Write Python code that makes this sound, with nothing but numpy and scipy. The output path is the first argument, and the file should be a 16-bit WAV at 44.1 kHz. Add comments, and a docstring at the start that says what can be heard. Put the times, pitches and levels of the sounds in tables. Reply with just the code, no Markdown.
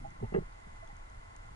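"""A big fish thrashes under water, close to a camera in its housing: two muffled thuds, the second with
a rattle and a hollow ring of the gear. The thuds are short pressure pulses in the water; the ring and
the rattle are damped vibrations of the gear. A few bubbles pulsate, the housing pings faintly once,
and tiny clicks snap far off. Behind them lie the rumble of moving water, a steady wash coloured by the
housing's resonances, and a faint fizz, all heard through the housing's two microphone ports."""
import sys
import numpy as np
from scipy import signal
from scipy.fft import rfft, irfft, next_fast_len
from scipy.io import wavfile

SR = 44100
rng = np.random.default_rng(int(sys.argv[2]) if len(sys.argv) > 2 else 0)


def unload_wav(signal):
    """Save mono or channel-first audio to the path in sys.argv[1] as 16-bit WAV at rate SR, clipped to [-1, 1]."""
    wavfile.write(
        sys.argv[1],
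        SR,
        np.round(np.clip(np.atleast_2d(signal).T, -1, 1) * 32767).astype(np.int16),
    )


N = 68355
TIME = np.arange(N) / SR
FFT_SIZE = next_fast_len(N + 8192)
FREQS = np.maximum(np.arange(FFT_SIZE // 2 + 1) * SR / FFT_SIZE, 1)

# Levels in the tables are relative. Pushes of the fish on the water: t/s, f/Hz, level/dB, rise/s
FISH_PULSES = [(0.214, 148, -35, 0.0042), (0.2264, 108.3, -29.5, 0.012), (0.2263, 225.2, -35.5, 0.0096),
               (0.318, 185, -38, 0.0061), (0.3424, 181, -27.5, 0.0082), (0.3840, 148, -25.5, 0.0039),
               (0.403, 167, -41, 0.0093), (0.669, 156, -48, 0.0037), (0.928, 122, -43.5, 0.0029),
               (1.512, 96, -43.5, 0.0037)]
# Hollow tones of the gear: t/s, f/Hz, level/dB, rise/s, hold/s
GEAR_TONES = [(0.2233, 409, -33.5, 0.0082, 0.0032), (0.322, 395, -35.5, 0.0019, 0.0012),
              (0.34, 390, -36, 0.0016, 0.001), (0.3434, 392, -23.5, 0.0044, 0.003),
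              (0.359, 418, -24, 0.0036, 0.01), (0.374, 392, -28, 0.0041, 0.0093),
              (0.393, 348, -47, 0.011, 0.0061), (0.418, 408, -44, 0.005, 0.0023)]
# Knocks of the gear: t/s, dull level/dB, sharp level/dB
GEAR_CONTACTS = [(0.197, -42, -62), (0.222, -38.5, -64), (0.2338, -33.5, -57), (0.2414, -33.5, -62),
                 (0.249, -42.5, -47), (0.323, -35, -47.5), (0.3394, -33, -32.5), (0.3458, -22, -31.5),
                 (0.3489, -36, -34.5), (0.3525, -32.5, -40), (0.360, -31, -35), (0.3726, -28.5, -44),
                 (0.3825, -30, -56), (0.389, -42, -50), (0.424, -51, -74), (0.673, -50, -55)]
# Dull and sharp normal modes of the gear: f/Hz, level/dB, T60/s
GEAR_DULL_MODES = [(215, -9, 0.047), (350, -10, 0.066), (447, 0, 0.046), (539, -4, 0.039), (610, -6, 0.049),
                   (733, -6.5, 0.066), (849, -3.5, 0.053), (1105, -18, 0.028), (1190, -16, 0.032)]
GEAR_SHARP_MODES = [(1040, -10, 0.015), (1176, 5, 0.025), (1390, 0, 0.019), (1553, -4, 0.024),
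                    (1667, 0.5, 0.033), (1890, -2.5, 0.02), (2010, -0.5, 0.032), (2285, -4.5, 0.01),
                    (2742, -9.5, 0.028), (3020, -43, 0.009)]
# Short pings, five pulsating bubbles and one faint high ring of the housing: t/s, f/Hz, level/dB, rise/s
PINGS = [(0.042, 811, -40, 0.01), (0.046, 665, -45, 0.007), (0.238, 871, -48.5, 0.0095),
         (0.826, 668.5, -46, 0.0063), (0.890, 826, -48.5, 0.0085), (0.897, 1990, -55, .005)]
# Distant snaps: t/s, f/Hz, level/dB, T60/s
FAR_CLICKS = [(0.072, 6600, -57, 0.0085), (0.1052, 6160, -53.5, 0.012), (0.5254, 4480, -53, 0.0023),
              (0.8745, 3440, -58.5, 0.017), (0.875, 6230, -57.5, 0.018), (0.9675, 6400, -51, 0.0077),
              (1.099, 6100, -58, 0.011), (1.3644, 6670, -42.5, 0.0045)]
# Spectra of the slow pressure swings and of the eddies: f/Hz, level/dB
RUMBLE_SPECTRUM = [(12, 0), (25, 2.5), (45, -5.5), (70, -10.5), (100, -8), (135, -23), (200, -28.5),
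                   (320, -41), (600, -58)]
EDDY_SPECTRUM = [(60, -45), (105, -5.5), (150, -5), (210, -11), (320, -16), (600, -49.5)]
# Their envelopes: t/s, level/dB
RUMBLE_ENVELOPE = [(0, -48.5), (0.17, -56), (0.22, -43.5), (0.45, -45), (0.57, -56), (0.68, -46.5),
                   (0.85, -48), (1.05, -50.5), (1.16, -47), (1.25, -49), (1.38, -52.5), (1.55, -47.5)]
EDDY_ENVELOPE = [(0, -50.5), (0.15, -59), (0.3, -59), (0.5, -74.5), (1.3, -73), (1.55, -65.5)]
# Spectra of the wash, in phase and in antiphase at the two ports: f/Hz, level/dB
IN_PHASE_SPECTRUM = [(110, -37), (180, -20), (221, -6), (282, -6), (570, -10), (654, -6), (738, -9),
                     (847, -1), (1170, -10), (2040, -9.5), (2500, -18), (6450, -24), (11000, -27.5),
                     (14300, -100), (22000, -120)]
ANTIPHASE_SPECTRUM = [(35, -52), (60, -16), (101, -12), (123, -26.5), (153, -9.5), (520, -5.5), (619, -8.5),
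                      (753, -7.5), (1090, -7.5), (1220, -14), (2010, -6.5), (2550, -16), (5130, -25.5),
                      (6960, -27), (11000, -35), (14300, -82), (22000, -120)]
# Resonances of the housing: f/Hz, half-width/Hz, level/dB, phase lead of the left/rad
HOUSING_RESONANCES = [(660, 61, -65.5, 2.78), (794, 72, -74.5, 1.32), (1065, 73, -60, 2.8),
                      (1405, 122, -65.5, 2.1), (2032, 43.6, -66.5, 1.965)]
# Left port relative to right: f/Hz, level/dB, phase lead/rad
PORT_DIFFERENCES = [(38.7, -0.5, 0.013), (111, -0.5, 0.38), (185, 1, 0.78), (400, -5.5, 2.01),
                    (615, -9, 2.15), (1140, 2.5, 2.35), (2260, 2.5, 2.62), (2900, -8.5, 0.7),
                    (7000, 1, 1.82), (9000, 0, 0.18)]


def fish_thuds():
    """Radiation by displacement: each jerk of the fish shoves the water for a few cycles."""
    return sum(pulsation(*pulse, steepness=1.78) for pulse in FISH_PULSES)


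def gear_ring(t60_s=0.021, sag_per_s=2.05, waver_depth=0.015):
    """Forced vibration, then damping: the gear rings while pulled, its pitch sags, the water stills it."""
    waver = waver_depth * noise(1 / (1 + (FREQS / 160) ** 2))
    out = 0
    for onset, hz, db, rise, hold in GEAR_TONES:
        age = np.maximum(TIME - onset, 0)
        envelope = np.minimum(age / rise, 1) * decay(np.maximum(age - rise - hold, 0), t60_s)
        pitch = hz * np.exp(waver - sag_per_s * age) * (age > 0)
        out += from_db(db) * envelope * np.sin(2 * np.pi * np.cumsum(pitch) / SR)
    return out


def gear_rattle(rub_decay_s=0.0053, rub_gain=0.26, grains_per_s=3100):
    """Modal excitation: each contact, an impulse and a gritty rub, drives the modes of the gear."""
    out = 0
    for bank, modes in enumerate((GEAR_DULL_MODES, GEAR_SHARP_MODES)):
        force = np.zeros(N)
        for onset, *bank_db in GEAR_CONTACTS:
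            rub_envelope = (TIME > onset) * np.exp(-np.abs(TIME - onset) / rub_decay_s)
            contact = rub_gain * rub_envelope * random_impulses(grains_per_s, N)
            contact[int(onset * SR)] += 1
            force += from_db(bank_db[bank]) * contact
        for i, (hz, db, t60) in enumerate(modes):
            out += (-1) ** i * from_db(db) * resonator(force, hz, t60) / np.sqrt(len(modes))
    return out


def pings():
    """Resonance: five bubbles pulsate and the housing rings once, each tone swelling and dying away."""
    return sum(pulsation(*ping, glide_per_s=0.1) for ping in PINGS)


def far_clicks(crack_gain=0.22, crack_above_hz=2300):
    """Transient response: each snap is a bright crack of noise and a quickly damped tone."""
    crack = crack_gain * noise(1 / (1 + (crack_above_hz / FREQS) ** 4))
    out = 0
    for onset, hz, db, t60 in FAR_CLICKS:
        age = np.maximum(TIME - onset, 0)
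        envelope = from_db(db) * (age > 0) * decay(age, t60)
        out += envelope * (np.sin(2 * np.pi * hz * age) + crack)
    return out


def moving_water():
    """Flow noise: slow pressure swings and eddies around the housing swell and fade."""
    rumble = noise(from_db(over_hz(RUMBLE_SPECTRUM)) * (FREQS > 8))
    eddies = noise(from_db(over_hz(EDDY_SPECTRUM)))
    return gain_over_time(RUMBLE_ENVELOPE) * rumble + gain_over_time(EDDY_ENVELOPE) * eddies


def sea_wash(in_phase_db=-64, antiphase_db=-60.5):
    """Resonance under broadband drive: narrow bands of the housing stand out of steady sea noise."""
    in_phase = from_db(in_phase_db) * noise(from_db(over_hz(IN_PHASE_SPECTRUM)))
    antiphase = from_db(antiphase_db) * noise(from_db(over_hz(ANTIPHASE_SPECTRUM)))
    out = np.array([in_phase + antiphase, in_phase - antiphase])
    for hz, half_width, db, lead in HOUSING_RESONANCES:
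        peak = resonance(hz, half_width)
        out += from_db(db) * noise(np.array([peak, peak * np.exp(-1j * lead)]))
    return out


def fizz(pops_per_s=250, db=-78.5):
    """Shot noise: the random pops of fine bubbles blur into a faint sizzle."""
    pops = random_impulses(pops_per_s, (2, N))
    return from_db(db) * unit_rms(filtered(pops, resonance(hz=6960, half_width_hz=700)))


def through_ports(pressure):
    """Transfer function: the housing gives its two ports different levels and phases."""
    half_lead = over_hz(PORT_DIFFERENCES, column=2) / 2
    left = from_db(over_hz(PORT_DIFFERENCES) / 2) * np.exp(1j * half_lead)
    return filtered(pressure, np.array([left, 1 / left]))


def pulsation(onset, hz, db, rise, glide_per_s=0, steepness=1):
    """A transient oscillation that peaks after its rise time and dies away."""
    age = np.maximum(TIME - onset, 0)
    envelope = (age / rise * np.exp(1 - age / rise)) ** steepness
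    return from_db(db) * envelope * np.sin(2 * np.pi * hz * age * (1 + glide_per_s * age / 2))


def resonator(force, hz, t60):
    """A damped harmonic oscillator: a unit impulse starts a sine of amplitude 1."""
    radius, angle = decay(1 / SR, t60), 2 * np.pi * hz / SR
    return signal.lfilter([0, np.sin(angle)], [1, -2 * radius * np.cos(angle), radius ** 2], force + 1e-18)


def resonance(hz, half_width_hz):
    """A resonance peak, 6 dB down at one half-width from its centre."""
    return 1 / (1 + 1j * (FREQS - hz) / half_width_hz) ** 2


def decay(age, t60):
    """Exponential damping by 60 dB in each t60."""
    return from_db(-60 * age / t60)


def random_impulses(per_s, shape):
    """A Poisson train of impulses with Gaussian strengths."""
    return rng.standard_normal(shape) * (rng.random(shape) < per_s / SR)


def noise(response):
    """Filtered Gaussian noise of unit power."""
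    return unit_rms(filtered(rng.standard_normal(FFT_SIZE), response))


def filtered(x, response):
    """Linear filtering: the spectrum times a frequency response."""
    return irfft(rfft(x, FFT_SIZE) * response, FFT_SIZE)[..., :N]


def over_hz(rows, column=1):
    """A table column interpolated over log frequency."""
    rows = np.array(rows)
    return np.interp(np.log(FREQS), np.log(rows[:, 0]), rows[:, column])


def gain_over_time(rows):
    """An amplitude envelope through points of t/s, level/dB."""
    return from_db(np.interp(TIME, *np.transpose(rows)))


def unit_rms(x):
    """Normalisation to unit power."""
    return x / np.sqrt(np.mean(x ** 2) + 1e-20)


def from_db(db):
    """Level to amplitude ratio."""
    return 10 ** (np.asarray(db) / 20)


def scene():
    """Superposition: events and flow noise pass through the ports and join the wash and the fizz."""
    pressure = fish_thuds() + gear_ring() + gear_rattle() + pings() + far_clicks() + moving_water()
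    return through_ports(pressure) + sea_wash() + fizz()


def record(dry):
    """Band limiting: a steep low-pass removes the highest treble."""
    cutoff_hz = 11150
    return filtered(dry, 1 / np.sqrt(1 + (FREQS / cutoff_hz) ** 300))


dry = scene()
out = record(dry)
unload_wav(out)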